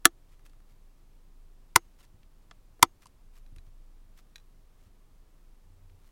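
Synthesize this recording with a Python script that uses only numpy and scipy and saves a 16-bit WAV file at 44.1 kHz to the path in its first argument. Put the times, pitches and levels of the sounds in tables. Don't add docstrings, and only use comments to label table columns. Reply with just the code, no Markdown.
import sys
import numpy as np
from scipy import signal
from scipy.fft import rfft, irfft, next_fast_len
from scipy.io import wavfile
from scipy.ndimage import uniform_filter1d, map_coordinates

SR = 44100
rng = np.random.default_rng(int(sys.argv[2]) if len(sys.argv) > 2 else 0)


def dump_mix(stems):
    frames = np.atleast_2d(stems).T
    limited = np.clip(frames, -1, 1)
    pcm = np.round(limited * 32767).astype(np.int16)
    wavfile.write(sys.argv[1], SR, pcm)


N = 269671


def amp(db):
    return 10 ** (np.asarray(db) / 20)


def unit(x):
    return x / np.sqrt(np.mean(x ** 2) + 1e-20)


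def fade(t, t60):
    return np.exp(-np.log(1000) * t / t60)


def along(points, hz):
    f, v = np.transpose(points)
    return np.interp(np.log(hz + 1), np.log(f), v)


def noise(spectrum, size):
    hz = np.fft.rfftfreq(size, 1 / SR)
    shaped = rfft(rng.standard_normal(size)) * amp(along(spectrum, hz))
    return unit(irfft(shaped, size))


def burst(spectrum, t, t60):
    return noise(spectrum, len(t)) * fade(t, t60)


def wobble(rate):
    knots = rng.standard_normal(200)
    return map_coordinates(knots, [np.arange(N) * rate / SR], mode="mirror")


def add(track, s, sound):
    start = max(round(s * SR), 0)
    track[start:start + len(sound)] += sound[:len(track) - start]


# time in seconds, level in dB.
HUM_LEVELS = [(0.0, -55), (1.53, -52), (1.92, -57.5), (2.87, -55.5), (3.11, -67), (3.25, -50.5),
              (3.59, -47.5), (4.81, -58.5), (5.48, -53), (6.11, -55.5)]
# frequency in Hz, relative level in dB.
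AIR_SPECTRUM = [(12, -6), (38, -4.5), (56, -12), (100, -14), (200, -22), (330, -24.5), (550, -30),
                (1200, -33.5), (1500, -38), (3500, -42), (15000, -47)]
DRONE_START_S, DRONE_END_S, DRONE_FADE_S, DRONE_DB = 5.6, 6.03, 0.087, -60.5


def background(hum_hz=25.8, drone_hz=91, air_db=-61, hum_db=-0.74, waver=0.44, flutter_db=1.3):
    time = np.arange(N) / SR
    level_db = np.interp(time, *np.transpose(HUM_LEVELS)) + hum_db + flutter_db * wobble(9)
    phase = 2 * np.pi * hum_hz * time + waver * wobble(3.2)
    hum = amp(level_db) * unit(np.sin(phase))
    swell = np.clip(np.minimum(time - DRONE_START_S, DRONE_END_S - time) / DRONE_FADE_S, 0, 1)
    drone = amp(DRONE_DB) * swell * unit(np.sin(2 * np.pi * drone_hz * time))
    return hum + drone + amp(air_db) * noise(AIR_SPECTRUM, N)


# frequency in Hz, decay time t60 in seconds.
ROOM_DECAY = [(100, .07), (350, .07), (1000, .046), (2000, .045), (5000, .042), (14000, .031)]
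# frequency in Hz, relative level in dB.
WALL_REFLECTION = [(100, 0), (400, 1), (950, -7), (1500, -1), (5000, -1), (14000, -5)]


def room(x, delay=.004):
    hz, t, bands = signal.stft(rng.standard_normal(SR // 4), SR, nperseg=256)
    decay = amp(along(WALL_REFLECTION, hz))[:, None] * fade(t, along(ROOM_DECAY, hz)[:, None])
    tail = signal.istft(bands * decay, SR, nperseg=256)[1]
    tail = tail / np.linalg.norm(tail)
    tail = np.pad(tail, (round(delay * SR), 0))
    return signal.fftconvolve(x, tail)[:N]


# frequency in Hz, decay time t60 in seconds, then the
# relative level in dB when struck at the first, the second and the third catch.
COVER_MODES = [(125, .025, -23, -18, -18), (281, .045, -20, -38, -23), (341, .062, -17, -22, -21),
               (465, .038, -22, -22, -22), (680, .046, -22, -32, -40), (768, .048, -24, -25, -20),
               (938, .025, -18, -4, 0), (1025, .021, -24, -2, 1), (1167, .037, -12, -18, -13),
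               (1306, .029, -6, -12, -9), (1460, .025, -7, -8, -14), (1736, .024, -3, -24, -20),
               (2050, .021, -9, -7, -8), (2350, .018, -16, -21, -12), (2732, .016, -17, -15, -13),
               (3247, .02, -13, -21, -21), (3530, .019, -16, -24, -12), (4050, .02, -12, -24, -22),
               (4490, .018, -27, -20, -14), (5400, .016, -30, -17, -14), (7070, .016, -11, -26, -22),
               (7570, .016, -18, -15, -26), (9800, .015, -13, -14, -19)]


def cover_modes(t, attack=.0009):
    hz, t60 = np.transpose(COVER_MODES)[:2, :, None]
    signs = (-1) ** np.arange(len(hz))[:, None]
    onset = 1 - np.exp(-t / attack)
    return signs * np.sin(2 * np.pi * hz * t) * fade(t, t60) * onset


def shell_ring(modes, centre_hz, spread):
    octaves = np.log2(np.transpose(COVER_MODES)[0] / centre_hz)
    weights = np.exp(-.5 * (octaves / spread) ** 2)
    scatter_db = rng.uniform(-3, 3, len(COVER_MODES))
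    return (weights * amp(scatter_db)) @ modes


# frequency in Hz, relative level in dB.
CRACK_SPECTRUM = [(200, -17), (1000, -7), (2600, 1), (4500, .5), (6000, -.5), (10000, -.5), (12500, -3.5),
                  (14500, -9), (16500, -14)]


def crack(t, t60):
    return burst(CRACK_SPECTRUM, t, t60)


# start in seconds, level in dB.
KEY_CLICKS = [(3.463, -65), (3.584, -55), (4.358, -42), (4.3811, -56.5), (4.399, -64.5)]
# frequency in Hz, relative level in dB, decay time t60 in seconds.
KEY_MODES = [(1610, -5, 0.022), (1870, -8.5, 0.034), (2480, -2, 0.02), (3393, -5.5, 0.018),
             (3957, 0.5, 0.02604), (4800, -7.5, 0.016), (5650, -7.5, .022), (6728.8, -10.5, 0.0231),
             (9741, -23, .022)]


def side_key(crack_db=-9.0, crack_t60=0.031):
    out, t = np.zeros(N), np.arange(SR // 8) / SR
    ring = np.zeros(len(t))
    for k, (hz, db, t60) in enumerate(KEY_MODES):
        ring += (-1) ** k * amp(db) * np.sin(2 * np.pi * hz * t) * fade(t, t60)
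    for s, db in KEY_CLICKS:
        add(out, s, amp(db) * (ring + amp(crack_db) * crack(t, crack_t60)))
    return out


CREEP_START_S, CREEP_STEP_S = .393, .0695
CREEP_DB, CREEP_LOSS_DB, CREEP_HZ = -66.5, 0.5, 1605


def creep(count=4, spread=.7, crack_db=-4, crack_t60=0.032):
    out, t = np.zeros(N), np.arange(SR // 8) / SR
    modes = cover_modes(t)
    for k in range(count):
        tick = shell_ring(modes, CREEP_HZ, spread) + amp(crack_db) * crack(t, crack_t60)
        add(out, CREEP_START_S + k * CREEP_STEP_S, amp(CREEP_DB - k * CREEP_LOSS_DB) * tick)
    return out


# start in seconds, ring level in dB, centre of the excited modes
# in Hz, their spread in octaves, crack level in dB before its lowpass, lowpass corner in Hz.
SHELL_TICKS = [(.496, -70, 3800, .6, -63, 11000), (2.05, -67, 5500, 0.55, -63.5, 10000),
               (2.231, -65, 2600, 0.6, -63, 5992), (2.511, -48.5, 1800, 1.1, -47.5, 6200),
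               (2.7932, -55.5, 598, 1.1, -65, 12000), (2.818, -54.5, 905, 0.9086, -60.5, 12050),
               (3.057, -44.5, 1003, 0.19, -54, 13000), (3.068, -60.5, 4800, 0.831, -53, 11000),
               (3.5615, -61.5, 2400, .8, -56, 13000), (5.897, -65.5, 2400, 0.65, -70, 6000)]


def ticks(crack_t60=0.024):
    out, t = np.zeros(N), np.arange(SR // 8) / SR
    modes = cover_modes(t)
    for s, ring_db, centre_hz, spread, crack_db, top_hz in SHELL_TICKS:
        softness = signal.butter(4, top_hz, fs=SR, output="sos")
        soft_crack = signal.sosfilt(softness, crack(t, crack_t60))
        add(out, s, amp(ring_db) * shell_ring(modes, centre_hz, spread) + amp(crack_db) * soft_crack)
    return out


# start in seconds, level in dB before onset and decay.
HAND_BUMPS = [(.44, -55), (.713, -61), (2.14, -52), (2.509, -55.5), (3.056, -57), (3.52, -47.5),
              (3.564, -45.5), (3.67, -49), (4.865, -51)]


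def bumps():
    out, t = np.zeros(N), np.arange(SR // 3) / SR
    for s, db in HAND_BUMPS:
        thud = burst([(25, -14.0), (65, 6), (160, -10), (400, -25.5), (1500, -53)], t, t60=.13)
        onset = 1 - np.exp(-t / 0.002)
        add(out, s, amp(db) * thud * onset)
    return out


# time of the catch in seconds, rise (Gaussian width)
# in seconds, pressure level at the catch in dB.
FINGER_SLIDES = [(.335, 0.029, -71.5), (.459, 0.006127, -61.5), (.712, 0.017, -73), (2.007, .012, -63),
                 (2.039, 0.005935, -64), (3.028, .01, -62.5), (3.376, 0.024, -66.5), (3.668, 0.009, -73),
                 (4.189, 0.013, -62.5), (4.865, 0.046, -74.5), (6.09, .07, -76)]
# frequency in Hz, relative level in dB.
SKIN_SPECTRUM = [(200, -4), (650, -10), (1000, 4.5), (2500, 3), (7000, -2), (12000, -5.5), (16000, -9)]
SLIDE_RELEASE_S, CATCH_DB, CATCH_HZ = 0.009889, -3, 1610


def slides(grain_db=3.5, catch_spread=1.0, rest_db=-89, restless_db=4):
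    time, t = np.arange(N) / SR, np.arange(SR // 3) / SR
    modes = cover_modes(t)
    pressure = amp(rest_db + restless_db * wobble(5))
    for s, rise_s, db in FINGER_SLIDES:
        width = np.where(time < s, rise_s, SLIDE_RELEASE_S)
        pressure = pressure + amp(db) * np.exp(-.5 * ((time - s) / width) ** 2)
    grain = unit(uniform_filter1d(rng.standard_normal(N), size=90))
    slips = unit(amp(grain_db * grain))
    out = pressure * slips * noise(SKIN_SPECTRUM, N)
    for s, _, db in FINGER_SLIDES:
        add(out, s, amp(db + CATCH_DB) * shell_ring(modes, CATCH_HZ, catch_spread))
    return out


# snap time in seconds, ring gain in dB, crack gain in dB, lead of the slip
# in seconds, slip gain in dB, metal ring gain in dB.
CATCHES = [(.0538, -.5, -8.5, .006, -38, -72), (1.7594, 0, -11, .004, -47, -63),
           (2.8272, .5, -10, .0022, -36, -64)]
# frequency in Hz, relative level in dB.
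SLIP_SPECTRUM = [(200, -14), (900, -8), (1900, 2), (3000, -8), (7000, -16.5), (16000, -24)]
# frequency in Hz, relative level in dB, t60 in seconds.
METAL_MODES = [(2830, -5.5, .22), (6537, -3, .25), (6400, 1.5, .2)]
# start in seconds, level in dB.
SEAT_REBOUNDS = [(0.0561, -10.5), (0.0622, -17.5), (0.0702, -33.5), (1.762, -7.5), (1.766, -25.5),
                 (2.8306, -15)]


def snaps(hold=0.0027, crack_t60=0.012, rebound_t60=0.0057, slip_t60=0.055, impact_db=0, impact_t60=0.0022):
    out, t = np.zeros(N), np.arange(SR // 3) / SR
    modes = cover_modes(t)
    metal = sum(amp(db) * np.sin(2 * np.pi * hz * t) * fade(t, t60) for hz, db, t60 in METAL_MODES)
    strike_levels = np.transpose(COVER_MODES)[2:]
    for (s, ring_db, crack_db, lead, slip_db, metal_db), mode_db in zip(CATCHES, strike_levels):
        add(out, s - lead, amp(slip_db) * burst(SLIP_SPECTRUM, t, slip_t60))
        impact = amp(impact_db) * crack(t, impact_t60)
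        chatter = crack(np.maximum(t - hold, 0), crack_t60)
        ring = amp(ring_db + mode_db) @ modes
        add(out, s, amp(crack_db) * (impact + chatter) + ring + amp(metal_db) * metal)
    for s, db in SEAT_REBOUNDS:
        add(out, s, amp(db) * crack(t, rebound_t60))
    return out


def scene(room_db=-24):
    phone = side_key() + creep() + ticks() + bumps() + slides() + snaps()
    return (phone + amp(room_db) * room(phone) + background())[None]


def record(dry):
    top, hardness = .93, 6
    top_hz, slope_hz = 16200, 800
    squashed = dry / (1 + np.abs(dry / top) ** hardness) ** (1 / hardness)
    size = next_fast_len(N + SR // 2)
    hz = np.fft.rfftfreq(size, 1 / SR)
    lowpass = np.clip((top_hz - hz) / slope_hz + .5, 0, 1)
    return irfft(rfft(squashed, size) * lowpass, size)[:, :N]


dry = scene()
out = record(dry)
dump_mix(out)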